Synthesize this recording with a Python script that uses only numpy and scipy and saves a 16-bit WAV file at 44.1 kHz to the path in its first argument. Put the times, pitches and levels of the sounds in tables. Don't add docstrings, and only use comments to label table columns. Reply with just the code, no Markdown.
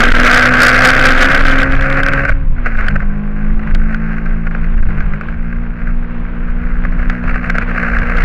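import sys
import numpy as np
from scipy import signal
from scipy.fft import rfft, irfft, next_fast_len
from scipy.io import wavfile
from scipy.ndimage import map_coordinates

SR = 44100
rng = np.random.default_rng(int(sys.argv[2]) if len(sys.argv) > 2 else 0)


def inscribe(sig):
    pcm = np.round(np.clip(np.atleast_2d(sig).T, -1, 1) * 32767)
    wavfile.write(sys.argv[1], SR, pcm.astype(np.int16))


def how_loud(loudness_db):
    steps = np.asarray(loudness_db, float) / 20
    return 10 ** steps


N = 363384


def unit(x):
    return x / np.sqrt(np.mean(x ** 2) + 1e-20)


def curves(rows):
    times_s, *columns = np.transpose(rows)
    return [np.interp(np.arange(N) / SR, times_s, column) for column in columns]


def wobble(rate):
    points = rng.standard_normal(int(N * rate / SR) + 4)
    return map_coordinates(points, [np.arange(N) * rate / SR])


def filtered(x, response):
    size = next_fast_len(N + SR // 2)
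    hz = np.fft.rfftfreq(size, 1 / SR)
    return irfft(rfft(x, size) * response(hz), size)[..., :N]


def noise(spectrum):
    points_hz, points_db = np.transpose(spectrum)

    def colour(hz):
        return how_loud(np.interp(np.log(hz + 1), np.log(points_hz + 1), points_db))

    return unit(filtered(rng.standard_normal(N), colour))


def engine():
    # start_s, firing_hz, firing_db, order_3_of_4_db, half_order_db, double_db
    engine_points = [(0.0, 237.2, -18, -35, -15, -29), (0.04, 244.4, -24, -36, -43, -23.5),
                     (0.09, 245.2, -12.5, -29, -27, -20), (0.11, 245.1, -26, -35, -17, -34),
                     (0.18, 246.1, -17, -36, -42, -17.5), (0.2, 246.1, -19, -25, -35, -37),
                     (0.23, 246.4, -14.5, -44, -33, -21), (0.25, 246.2, -18, -34, -34, -28),
                     (0.32, 246.1, -20, -50, -22, -26.5), (1.28, 262.2, -18.5, -51, -26, -26.5),
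                     (1.35, 275.7, -28, -34, -22, -35), (1.37, 277.2, -26, -26, -38, -29),
                     (1.42, 265.3, -19, -40, -21.5, -35), (1.74, 268.5, -21, -31, -23.5, -27),
                     (1.77, 267.6, -28, -53, -15.5, -34), (1.81, 268.2, -23.5, -33, -23.5, -26.5),
                     (2.22, 275.7, -26.5, -31.5, -24, -30), (2.36, 275.1, -32, -51, -36, -43),
                     (2.5, 255.8, -38, -32, -26.5, -42), (2.59, 244.9, -28.5, -46, -31, -51),
                     (2.75, 223.3, -28.5, -46, -31, -43), (2.84, 211.8, -26, -44, -29, -36),
                     (2.87, 210.0, -31, -57, -31, -45), (2.89, 206.2, -29, -25.5, -29, -67),
                     (2.94, 204.3, -19, -24, -30, -39), (2.98, 203.1, -26, -33, -31, -57),
                     (3.1, 203.7, -23.5, -29, -37, -48), (3.58, 214.4, -24.5, -28, -40.5, -54),
                     (4.06, 219.8, -25, -25, -39, -42), (4.61, 224.1, -28.5, -23.5, -32, -52),
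                     (4.63, 225.1, -33, -23, -35, -42), (4.73, 224.9, -28.5, -29, -38, -55),
                     (4.8, 213.6, -27, -34, -33, -54), (4.93, 209.0, -24, -27.5, -38, -54),
                     (5.16, 200.3, -28.5, -24, -43, -45), (5.23, 227.8, -31, -33, -38, -46),
                     (5.37, 230.8, -30, -28, -33, -47), (6.49, 237.8, -30, -29.5, -36, -43.5),
                     (7.07, 243.5, -27, -26.5, -44.5, -43.5), (7.16, 243.8, -27, -25.5, -33, -43),
                     (7.37, 243.7, -28, -26, -36, -45), (7.41, 244.3, -28, -24, -26, -44),
                     (7.44, 241.5, -32, -27, -40, -47), (7.48, 235.0, -29, -26, -35, -38.5),
                     (7.6, 235.6, -28, -22, -41, -40), (7.62, 235.9, -28, -36, -35, -40),
                     (7.71, 242.2, -28, -24, -32, -36), (7.76, 240.9, -26, -27, -33, -55),
                     (7.8, 235.8, -25.5, -23, -42, -35.5), (7.92, 234.6, -26.5, -27.5, -44, -37.5),
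                     (8.15, 241.1, -26.5, -29, -35, -32), (8.22, 234.5, -35, -28, -37, -32),
                     (8.24, 235.6, -36, -30, -14, -28)]
    # multiple of the cycle rate, level_db relative to the firing tone
    weak_orders = [(1, -11), (5, -15), (6, -19), (7, -20.5), (9, -20), (10, -25.5), (11, -24.5),
                   (12, -26.5), (14, -26.5), (16, -26), (20, -26), (22, -24.5)]
    firing_hz, firing_db, three_db, half_db, double_db = curves(engine_points)
    cycle = np.cumsum(firing_hz / 4) / SR
    orders = [(4, firing_db), (3, three_db), (2, half_db), (8, double_db)]
    orders += [(round(multiple), firing_db + db) for multiple, db in weak_orders]
    hum = np.zeros(N)
    for multiple, db in orders:
        swell = np.sqrt(2) * how_loud(db + 1.5 * wobble(12))
        turns = multiple * cycle + rng.random()
        hum += swell * np.sin(2 * np.pi * turns + .25 * wobble(25))
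    return cycle, hum


def mount(hz):
    # pitch_hz, width_hz, level_db
    resonances = [(520, 120, -9.5), (760, 100, -14), (1080, 90, -12.5), (1350, 300, -2.5), (1570, 170, 3.5),
                  (2050, 500, -6), (2700, 500, -14), (4100, 500, -35.5)]
    modes = 0
    for k, (pitch, width, db) in enumerate(resonances):
        sign = (-1) ** k
        modes += sign * how_loud(db) * 1j * hz * width / (pitch * pitch - hz * hz + 1j * hz * width)
    return modes / (1 + 1j * hz / 3500) ** 2


def rattle(cycle, level_db):
    cylinder_db = [-3.5, -7.5, -7.5, -7.5]
    fired = np.flatnonzero(np.diff(np.floor(4 * cycle)) > 0)
    luck = rng.standard_normal((len(fired), 2))
    late = np.round(.00025 * SR * luck[:, 0]).astype(int)
    at = np.clip(fired + late, 0, N - 1)
    strength = how_loud(np.resize(cylinder_db, len(fired)) + 3.5 * luck[:, 1] + 3 * wobble(22)[at])
    jolts = filtered(np.bincount(at, strength, N), mount)
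    gate = how_loud(5 * np.cos(2 * np.pi * cycle - .6) + 3 * wobble(30) + 2.5 * wobble(150))
    chatter = filtered(gate * rng.standard_normal(N), mount)
    return how_loud(level_db) * unit(.7 * unit(jolts) + .7 * unit(chatter))


def knocks():
    # start_s, peak_db
    hard_knocks = [(1.4602, -4.5), (1.5355, -4.5), (1.6293, 1), (1.764, -7.5), (1.7934, -9), (1.8084, -4),
                   (1.8568, -6.5), (1.9027, -14), (1.987, -7.5), (2.0015, -9), (2.0309, -4), (2.0753, -8),
                   (2.1192, -6), (2.1337, -2), (2.2369, -6), (2.2509, 0.5), (2.2913, -5), (2.6565, -12),
                   (2.7727, -14), (2.882, -2), (2.9099, -13), (2.9603, -11.5), (3.0022, -12), (3.0261, -14),
                   (3.5928, -13.5), (3.6717, -14), (3.747, -2.5), (3.9435, -10), (4.0458, -22),
                   (4.1815, -13), (4.2593, -11.5), (4.4714, -14), (4.5098, -15), (4.5482, -12),
                   (4.643, -12.5), (4.7782, -17), (4.8265, -20), (4.9762, -16), (5.0041, -9.5),
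                   (5.1353, -11.5), (5.2102, -9.5), (5.285, -15), (5.5265, -16.5), (6.8499, -9),
                   (6.9208, -13.5), (6.9911, -12), (7.027, -13), (7.0974, -3), (7.2381, -11), (7.3423, -9),
                   (7.3568, -5), (7.4132, -26), (7.4306, -14.5), (7.5, -4), (7.5518, -4), (7.5823, -6.5),
                   (7.6117, -14), (7.6217, -7), (7.6865, -11.5), (7.7589, -10), (7.7773, -7), (7.8287, -3),
                   (7.8981, -11.5), (7.9504, -7), (7.9664, -8), (8.0173, -9), (8.0308, -9.5), (8.0986, -5),
                   (8.1799, -9), (8.2059, -8)]
    t = np.arange(SR // 50) / SR
    push = np.zeros(N + SR)
    for start, db in hard_knocks:
        fade = how_loud(db + 12.5 - 60 * t / .03)
        push[round(start * SR):][:len(t)] += fade * rng.standard_normal(len(t))
    return filtered(push[:N], mount)


def drone(level_db):
    # pitch_hz, level_db (per Hz)
    drone_colour = [(53, -42.5), (90, -10.5), (219, -10), (268, -14.5), (430, -19), (544, -20), (900, -22),
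                    (1070, -17), (1650, -26), (2430, -26), (5000, -56.5), (6500, -91), (11000, -120)]
    return how_loud(level_db + 1.5 * wobble(15)) * noise(drone_colour)


def bumps():
    # start_s (middle of the push), push_db, direction (+1 or -1), half_swing_s
    road_bumps = [(.13, -2, -1, .025), (1.725, -5, -1, .04), (1.78, -8.5, 1, .025), (2.31, 4.5, 1, .022),
                  (2.335, -0.5, -1, .022), (2.365, -9.5, 1, .02), (3.52, -12.5, -1, .018),
                  (3.54, -1.5, 1, .02), (4.765, 0, 1, .022), (4.816, 1.5, -1, .03), (4.85, -1, 1, .028),
                  (4.881, 5, -1, .022)]
    t = np.arange(N) / SR
    out = np.zeros(N)
    for middle, db, way, swing in road_bumps:
        shape = np.cos(np.pi * np.clip((t - middle) / swing, -.5, .5)) ** 2
        out += np.sign(way) * how_loud(db) * shape
    return out


def road():
    # start_s, wheel_turns_hz, throb_db, rumble_db
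    road_points = [(0.0, 20.2, -9, -21), (0.16, 20.4, -4, -21), (0.44, 20.7, -16, -29.5),
                   (0.8, 21.2, -14.5, -27.5), (1.24, 21.1, -6, -28.5), (1.31, 21.1, -17, -16),
                   (1.37, 21.2, -11, -22), (1.44, 21.2, -3.5, -25.5), (1.61, 21.2, -11, -21),
                   (1.65, 21.2, -24, -18.5), (1.77, 21.2, -6.5, -19.5), (1.86, 21.2, -12.5, -24.5),
                   (2.27, 21.7, -14, -20.5), (2.36, 21.9, -11.5, -15), (2.75, 21.9, -11.5, -22),
                   (2.96, 21.8, -15.5, -21), (2.98, 21.8, -16, -19.5), (3.39, 22.7, -15.5, -28.5),
                   (3.56, 23.0, -6, -20), (3.65, 23.3, -21.5, -18.5), (3.74, 23.7, -4, -19),
                   (3.95, 24.1, -15, -24), (4.54, 24.6, -13.5, -29), (4.75, 24.6, -14, -14.5),
                   (5.07, 24.5, -14, -19.5), (5.12, 24.6, -21.5, -19.5), (5.23, 24.5, -26, -22.5),
                   (5.65, 24.6, -22.5, -23), (5.76, 24.5, -28, -24.5), (5.97, 25.1, -11.5, -22.5),
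                   (6.01, 24.9, -22.5, -25.5), (6.42, 25.8, -15, -23), (6.89, 25.9, -13, -21.5),
                   (6.97, 26.8, -25.5, -20), (7.09, 26.9, -12, -19), (7.16, 27.0, -25, -28),
                   (7.27, 27.1, -16.5, -16.5), (7.41, 27.3, -19.5, -23), (7.6, 27.3, -12.5, -20.5),
                   (7.73, 28.6, -23, -25), (7.87, 28.4, -28, -23), (7.92, 27.9, -17, -15.5),
                   (8.01, 27.9, -11, -14), (8.15, 27.1, -17, -26), (8.24, 27.3, -1.5, -24)]
    # pitch_hz, level_db (per Hz)
    rumble_colour = [(3.5, -34), (6.0, -1.5), (28, 3.5), (39, -2.5), (81, -14), (118, -25), (135, -24),
                     (158, -14.5), (200, -30.5), (260, -57), (440, -120)]
    wheel_hz, throb_db, rumble_db = curves(road_points)
    wheel_turns = np.cumsum(wheel_hz) / SR
    throb = np.sqrt(2) * how_loud(throb_db) * np.sin(2 * np.pi * wheel_turns + .4 * wobble(4))
    rumble = how_loud(rumble_db + 5.5 + 1.5 * wobble(6)) * noise(rumble_colour)
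    return throb + rumble + bumps()


def scene():
    # start_s, mount_rattle_db, body_drone_db
    shake_points = [(0.0, -5.5, -15), (0.04, -6.5, -27), (0.11, -10, -21.5), (0.23, -7, -21),
                    (0.25, -6.5, -28), (0.6, -5.5, -25.5), (1.4, -7, -22.5), (1.42, -12, -22),
                    (1.47, -9.5, -25), (1.7, -17, -27), (1.84, -16, -34.5), (1.86, -15, -28.5),
                    (1.97, -15, -25.5), (1.99, -14, -19.5), (2.02, -23.5, -28.5), (2.04, -16, -28),
                    (2.09, -12, -28), (2.11, -20.5, -27), (2.13, -16.5, -24), (2.18, -16.5, -25.5),
                    (2.27, -22, -39), (2.29, -10, -26.5), (2.32, -17.5, -33), (2.34, -34, -36.5),
                    (2.54, -50.5, -39), (2.59, -30.5, -38), (2.64, -35.5, -35), (2.66, -14.5, -36),
                    (2.73, -30, -36), (2.8, -17, -43), (2.82, -28, -28), (2.87, -20, -32), (2.94, -31, -38),
                    (2.96, -16.5, -36), (2.98, -43, -37.5), (3.01, -33.5, -39), (3.08, -36, -39),
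                    (3.44, -36.5, -38.5), (3.76, -31.5, -34), (3.79, -33, -38.5), (3.92, -28.5, -39),
                    (4.27, -31, -38.5), (4.45, -37.5, -36.5), (4.47, -27, -31), (4.5, -49, -42),
                    (4.52, -31.5, -35), (4.56, -35, -34.5), (5.09, -32, -37.5), (5.3, -37.5, -32.5),
                    (5.32, -37.5, -39), (5.8, -35.5, -39.5), (5.97, -38.5, -36.5), (7.07, -31.5, -36),
                    (7.09, -24.5, -34), (7.21, -33, -37), (7.25, -27, -30), (7.32, -25, -32),
                    (7.37, -21.5, -35), (7.41, -29, -38), (7.44, -21.5, -30), (7.48, -31, -33),
                    (7.5, -18.5, -30), (7.53, -28, -33), (7.55, -22, -39), (7.6, -37, -28),
                    (7.62, -21, -29), (7.66, -28, -33), (7.71, -20.5, -27), (7.76, -26, -29),
                    (7.8, -18.5, -38), (7.85, -20, -30), (7.87, -21.5, -32), (7.96, -17.5, -39),
                    (8.01, -23.5, -31), (8.03, -14.5, -29), (8.08, -21, -31), (8.1, -19, -31),
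                    (8.24, -18.5, -24)]
    rattle_db, drone_db = curves(shake_points)
    cycle, hum = engine()
    mix = hum + rattle(cycle, rattle_db) + knocks() + drone(drone_db) + road()
    return mix[None]


def roll_off(x):
    return signal.sosfilt(signal.butter(12, 15720, fs=SR, output="sos"), x)


def record(dry):
    top, hardness = .7, 14
    clipped = dry / (1 + np.abs(dry / top) ** hardness) ** (1 / hardness)
    coupled = filtered(clipped, lambda hz: 1j * hz / (1.2 + 1j * hz))
    hiss = how_loud(-86.5) * rng.standard_normal(dry.shape)
    return roll_off(coupled + hiss)


dry = scene()
out = record(dry)
inscribe(out)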